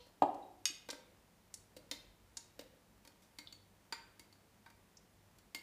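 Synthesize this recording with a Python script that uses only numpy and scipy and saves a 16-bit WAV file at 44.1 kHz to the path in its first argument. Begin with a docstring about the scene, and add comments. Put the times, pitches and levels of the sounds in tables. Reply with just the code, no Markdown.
"""A spoon works a thick white paste up and down in a glass beaker on a workbench, in a small quiet room.
At first the glass still rings faintly, with a fading, hissy shimmer; the beaker bumps the bench, then
clinks freely once and rocks. From there a hand steadies it and the taps turn short and dull, while the
paste smacks as the spoon pulls through it. A soft rumble passes at about two seconds, and the taps and
smacks carry on to the end over a faint rub of stirring, hiss and hum."""
import sys
import numpy as np
from scipy import signal
from scipy.fft import rfft, irfft, next_fast_len
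from scipy.io import wavfile
from scipy.ndimage import map_coordinates

SR = 44100
rng = np.random.default_rng(int(sys.argv[2]) if len(sys.argv) > 2 else 0)


def log_audio(samples):
    """Write samples as a 16-bit WAV file to the path given in sys.argv[1]."""
    # one column per channel
    frames = np.atleast_2d(samples).T
    # limit to full scale, then quantise
    limited = np.clip(frames, -1, 1)
    pcm = np.round(limited * 32767).astype(np.int16)
    wavfile.write(sys.argv[1], SR, pcm)


N = 247842
T = np.arange(SR * 3 // 4) / SR  # seconds within one blow

# modes of the bench under the beaker: pitch_hz, relative_db, t60_s
BENCH_MODES = [(248, -15, 0.078), (294.8, 7.5, 0.06), (331, -3.5, 0.078)]


def taps():
    """Spoon taps ring the wall's low modes at the rim, its high ones below, bottom and bench deep down."""
    # spoon on glass: start_s, strength_db, depth (0 rim, 1 bottom), spoon_db (re strength), wall_hz
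    hits = [(0.067, -79, 1, -1, 4250), (0.8881, -57.5, 1, 6, 3460), (0.929, -63.5, 1, 6.5, 4430),
            (1.7655, -64.5, .98, -10, 4640), (1.771, -66, .66, -13, 4450), (1.9125, -44.5, 0.65, -21, 3660),
            (1.920, -62, .92, -0.5, 4040), (2.369, -66, 0.59, 2, 4240), (2.592, -56.5, .96, -11.5, 2915),
            (2.6107, -68.5, .67, -0.5, 2780), (3.050, -69.5, .72, 1.5, 4450), (3.0746, -65, 0.59, -6, 4380),
            (3.386, -56.5, .17, -8, 4534), (3.525, -63.5, .33, -12, 4470), (3.924, -51, 0.25, 6, 4642),
            (4.195, -64, .1, -9, 4610), (4.326, -75, .33, -5, 4540), (4.661, -78.5, .6, 19, 4650),
            (4.7015, -75, .68, 6, 4585), (5.3852, -72.5, .68, -17, 4500), (5.547, -49.5, 0.061, -13, 4444)]
    # modes of the spoon, the beaker's bottom and its wall: pitch_hz, relative_db, t60_s
    spoon_modes = [(926, 1, .11), (1152, -4, .05), (1545, 0, .05), (1800, -4, .035), (2400, -1, .03),
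                   (3800, -3, .03)]
    bottom_modes = [(515, 6, 0.059), (553, -0.5, 0.076), (591, -7.5, 0.15)]
    low_wall_modes = [(2125, 0, .11), (2195, -5, .08), (8850, -12, .08)]
    # high wall modes, which shift as the grip moves: multiple of wall_hz, relative_db, t60_s
    high_wall_ratios = [(.88, -8, .025), (1, 0, .04), (1.035, -4, .035), (1.545, -12, .06),
                        (1.93, -20, .06)]
    # colours of the contact click, its bright edge and the spoon's clack: frequency_hz, relative_db
    click_colour = [(150, -21.5), (500, -4.5), (1200, -6.5), (2500, 0.5), (3800, 3.5), (5500, 0),
                    (7500, -5), (10000, -19.5), (16000, -25)]
    edge_colour = [(2000, -25), (5000, -7), (7000, -5), (9000, -4.5), (12000, -8), (15500, -7.5)]
    clack_colour = [(300, -21.5), (900, -0.5), (1600, 5.5), (2450, 2), (3000, -16.5), (4000, -6),
                    (4900, -6), (5600, -27), (15000, -30)]
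    # each part's answer to a medium tap, by where it lands:
    # rim_db, upper_wall_db, lower_wall_db, bottom_db, growth (dB per dB of strength)
    edge_law = (-59, -66, -63.5, -64, 0.6759)
    low_wall_law = (-60.5, -70.5, -81, -75, 1.06)
    high_wall_law = (-67, -54.5, -68, -68, 1.07)
    bench_law = (-63.5, -71, -68.5, -60, 0.62)
    bottom_law = (-77, -76.5, -75.5, -55, 0.77)
    out = np.zeros(N)
    for start_s, db, depth, spoon_db, wall_hz in hits:
        click = amp(db) * crack(click_colour, t60=.028, attack=0.0013)
        edge = tap_gain(edge_law, db, depth) * crack(edge_colour, t60=.022, attack=0.00019)
        high_wall_modes = [(wall_hz * multiple, level, t60) for multiple, level, t60 in high_wall_ratios]
        low_wall = tap_gain(low_wall_law, db, depth) * ring(low_wall_modes, attack=0.0008)
        high_wall = tap_gain(high_wall_law, db, depth) * ring(high_wall_modes, attack=0.0011)
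        spoon_ring = ring(spoon_modes, attack=0.00045)
        clack = amp(-1) * crack(clack_colour, t60=0.078, attack=0.00046)
        spoon = amp(db + spoon_db) * blow(spoon_ring + clack)
        bench = tap_gain(bench_law, db, depth) * ring(BENCH_MODES, attack=0.0044)
        bottom = tap_gain(bottom_law, db, depth) * ring(bottom_modes, attack=0.0019)
        tap = click + edge + low_wall + high_wall + spoon + bench + bottom
        add(out, start_s, in_room(tap, wet_db=-8.5, early_db=-10))
    return out


def tap_gain(law, strength_db, depth, medium_db=-62):
    """How strongly one part answers a tap of this strength and depth."""
    *by_depth, growth = law
    depth_db = np.interp(depth, np.linspace(0, 1, len(by_depth)), by_depth)
    return amp(depth_db + growth * (strength_db - medium_db))


def clink():
    """The spoon strikes the glass while no hand damps it, and the beaker rocks back onto the bench."""
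    # modes of the free beaker: pitch_hz, relative_db, t60_s
    glass_modes = [(1653, -26, .05), (2517, -16, .11), (2923, -19, .14), (3187, -14, .05), (3650, -11, .02),
                   (4100, -11, .02), (4580, -10, .07), (4780, -16, .06), (6460, -7, .03),
                   (6553, -1.5, .045), (6830, -10, .025), (7780, -16, .02), (9100, -12, .012),
                   (11500, -12, .009)]
    # colour of the strike: frequency_hz, relative_db
    strike_colour = [(200, -41), (800, -9.5), (1800, -4), (2700, 8), (5000, 6.5), (7500, 2), (10000, -4.5),
                     (11700, 1), (12300, -25.5), (16000, -20.5)]
    start_s, rock_delay_s = 0.6548, 0.045
    out = np.zeros(N)
    glass = amp(-35) * ring(glass_modes, attack=0.00027)
    strike = amp(-36) * crack(strike_colour, t60=0.016, attack=0.00068)
    add(out, start_s, in_room(glass + strike, wet_db=-8.5, early_db=-6))
    add(out, start_s + rock_delay_s, amp(-59.5) * ring(BENCH_MODES, attack=0.0095))
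    return out


def bump():
    """The beaker's base knocks on the bench top; the deepest part of the knock stays faint."""
    # body of the knock: pitch_hz, relative_db, t60_s
    knock_modes = [(118, -36, .14), (298, -18, .09), (350, -28, .2), (400, -25, .08), (590, -19, .07),
                   (665, -18, .06), (749, -23, .17), (780, 0, .021), (815, -25, .13), (880, -18, .07),
                   (1040, -33, .06), (1200, -23, .04)]
    # colour of the contact: frequency_hz, relative_db
    contact_colour = [(60, -11), (200, 3), (1300, 12), (1800, -1.5), (3300, 0), (4800, -5.5), (5600, -22),
                      (7500, -11), (8500, -15.5), (10000, -28), (16000, -32)]
    start_s = 0.221
    out = np.zeros(N)
    low_cut = signal.butter(1, 170, "highpass", fs=SR, output="sos")
    body = signal.sosfilt(low_cut, amp(-23.3) * ring(knock_modes, attack=.002))
    contact = amp(-43.5) * crack(contact_colour, t60=.04, attack=0.0009)
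    add(out, start_s, in_room(body + contact, wet_db=-9.5, early_db=-8.5))
    return out


def smacks():
    """Pockets of air snap open in the paste; the smaller the pocket, the higher its pitch."""
    # sticky smacks: start_s, level_db, centre_hz, width_octaves
    pockets = [(0.344, -71, 5000, .9), (0.902, -46.5, 4690, 0.48), (0.907, -50.5, 4760, .87),
               (1.540, -49.5, 6670, 0.468), (2.370, -46, 5900, .43), (3.4716, -55, 3810, 0.21),
               (4.970, -62.5, 5980, .2), (5.59, -64, 4660, 0.043)]
    out = np.zeros(N)
    for start_s, db, hz, octaves in pockets:
        smack = amp(db) * burst(hz, octaves, t60=.034)
        add(out, start_s, in_room(smack, wet_db=-9.5, early_db=-18))
    return out


def shimmer_and_squeak():
    """At first the glass still rings faintly, with a hissy shimmer; later the spoon squeaks and swishes."""
    # the beaker's faint opening ring: pitch_hz, relative_db, t60_s
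    fading_modes = [(490, 0, .19), (969, -11, .5), (3106, -8, .35), (4242, -7, .4)]
    # glass shimmer, spoon squeak, spoon swish: start_s, level_db, centre_hz, width_octaves, t60_s
    bursts = [(0.003, -64, 3640, .52, 0.39), (0.42, -70.5, 3850, .02, .19), (3.22, -69, 5030, 0.95, 0.26)]
    out = np.zeros(N)
    add(out, 0, amp(-60.5) * ring(fading_modes, attack=0.00196))
    for start_s, db, hz, octaves, t60 in bursts:
        add(out, start_s, in_room(amp(db) * burst(hz, octaves, t60), wet_db=-9.5, early_db=-16))
    return out


def stirring():
    """A faint, grainy rub of the spoon through the paste swells with each stroke."""
    strokes_per_s = 2.6
    stroke_db = 1.5 * np.cos(2 * np.pi * strokes_per_s * np.arange(N) / SR)
    rub = noise([(200, -12), (450, -0.5), (1200, 7), (4500, -5), (8000, -7), (15000, -16)], N)
    drift_db, grain_db = 1.7 * wobble(4.7), 2.5 * wobble(300)
    return amp(-79) * unit(rub * amp(stroke_db + drift_db + grain_db))


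def rumble():
    """A soft, deep rumble comes and goes."""
    # its rise and fall: time_s, level_db
    swell = [(1.9, -86), (2.03, -67.5), (2.3, -73), (2.501, -94)]
    level_db = np.interp(np.arange(N) / SR, *np.transpose(swell))
    bass = noise([(20, -24.5), (45, 4), (65, -1.5), (120, -15), (300, -37.5), (2000, -92)], N)
    return amp(level_db) * bass


def room_tone():
    """Steady hiss and rumble with a little wavering electrical hum."""
    # hum tones: pitch_hz, level_db
    hum_tones = [(53, -84), (99.5, -79)]
    # colour of the room's air: frequency_hz, relative_db
    air_colour = [(22, -34), (38, -2), (124, -6.5), (201, -1.5), (265, -9), (309, -8.5), (985, -13.5),
                  (1060, -17.5), (1630, -20), (1800, -19), (2630, -22), (13900, -28), (15800, -28.5)]
    t = np.arange(N) / SR
    hum = np.zeros(N)
    for hz, db in hum_tones:
        peak = np.sqrt(2) * amp(db + 2.5 * wobble(5))
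        hum += peak * np.sin(2 * np.pi * hz * t + .7 * wobble(4))
    return amp(-69) * noise(air_colour, N) + hum


def in_room(x, wet_db, early_db):
    """A blow followed by scatter from things on the bench and by the room's tail."""
    # reverb time of the small room: frequency_hz, t60_s
    room_decay = [(100, 0.38), (400, 0.85), (800, 0.57), (2500, 0.65), (6000, .36), (10000, 0.36),
                  (15000, 0.37)]
    hz, t, spectrum = signal.stft(rng.standard_normal(len(T)), SR, nperseg=256)
    decay = amp(-60 * t / along(room_decay, hz)[:, None])
    tail = signal.istft(spectrum * decay, SR, nperseg=256)[1][:len(T)]
    tail *= 1 - np.exp(-T / 0.0073)
    early = rng.standard_normal(len(T)) * fade(t60=.11, attack=0.0059)
    response = amp(wet_db) * tail / np.linalg.norm(tail) + amp(early_db) * early / np.linalg.norm(early)
    return x + signal.fftconvolve(x, response)[:len(T)]


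def ring(modes, attack):
    """Damped modes; each blow lands elsewhere and shares them out a little differently."""
    return blow(sum(amp(db + rng.standard_normal()) * fade(t60, attack) * np.sin(2 * np.pi * hz * T)
                    for hz, db, t60 in modes))


def crack(colour, t60, attack):
    """The dense, short-lived vibration right at a contact."""
    return blow(noise(colour, len(T)) * fade(t60, attack))


def burst(hz, octaves, t60):
    """Dying noise around one pitch; a wide burst also spills weakly into the range below."""
    def band(f):
        peak = np.exp(-.5 * (np.log2((f + 1) / hz) / octaves) ** 2)
        spill = octaves * amp(-10) / (1 + (f / hz) ** 2)
        return peak + spill
    return blow(filtered(rng.standard_normal(len(T)), band) * fade(t60, attack=0.0008))


def noise(colour, size):
    """Noise of rms 1, shaped by (frequency_hz, relative_db) points."""
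    return unit(filtered(rng.standard_normal(size), lambda hz: amp(along(colour, hz))))


def wobble(rate):
    """A smooth random curve, rate knots a second."""
    return map_coordinates(rng.standard_normal(int(N * rate / SR) + 4), [np.arange(N) * rate / SR])


def fade(t60, attack):
    """Quick rise and exponential decay, both times in seconds."""
    return amp(-60 * T / t60) * (1 - np.exp(-T / attack))


def filtered(x, gain):
    """x through a gain that depends on frequency."""
    size = next_fast_len(len(x) + 8192)
    return irfft(rfft(x, size) * gain(np.fft.rfftfreq(size, 1 / SR)), size)[:len(x)]


def along(points, hz):
    """Read (frequency_hz, value) points on a log axis."""
    knots_hz, values = np.transpose(points)
    return np.interp(np.log(hz + 1), np.log(knots_hz), values)


def amp(db):
    """Decibels to gain."""
    return 10 ** (np.asarray(db) / 20)


def unit(x):
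    """Scale to rms 1."""
    return x / np.sqrt(np.mean(x ** 2) + 1e-20)


def blow(x):
    """Scale a transient to the energy of 20 ms at rms 1."""
    return x / np.sqrt(np.sum(x ** 2) / (SR / 50) + 1e-20)


def add(track, start_s, x):
    """Mix x into the track at start_s."""
    part = track[max(round(start_s * SR), 0):][:len(x)]
    part += x[:len(part)]


def scene():
    """Everything in mono, as heard from just above the bench."""
    beaker = bump() + clink() + taps() + smacks() + shimmer_and_squeak() + stirring()
    return (beaker + rumble() + room_tone())[None]


def record(dry):
    """A sharp high cut takes off the very top of the treble."""
    top_hz = 15500
    return np.array([filtered(channel, lambda hz: hz < top_hz) for channel in dry])


dry = scene()
out = record(dry)
log_audio(out)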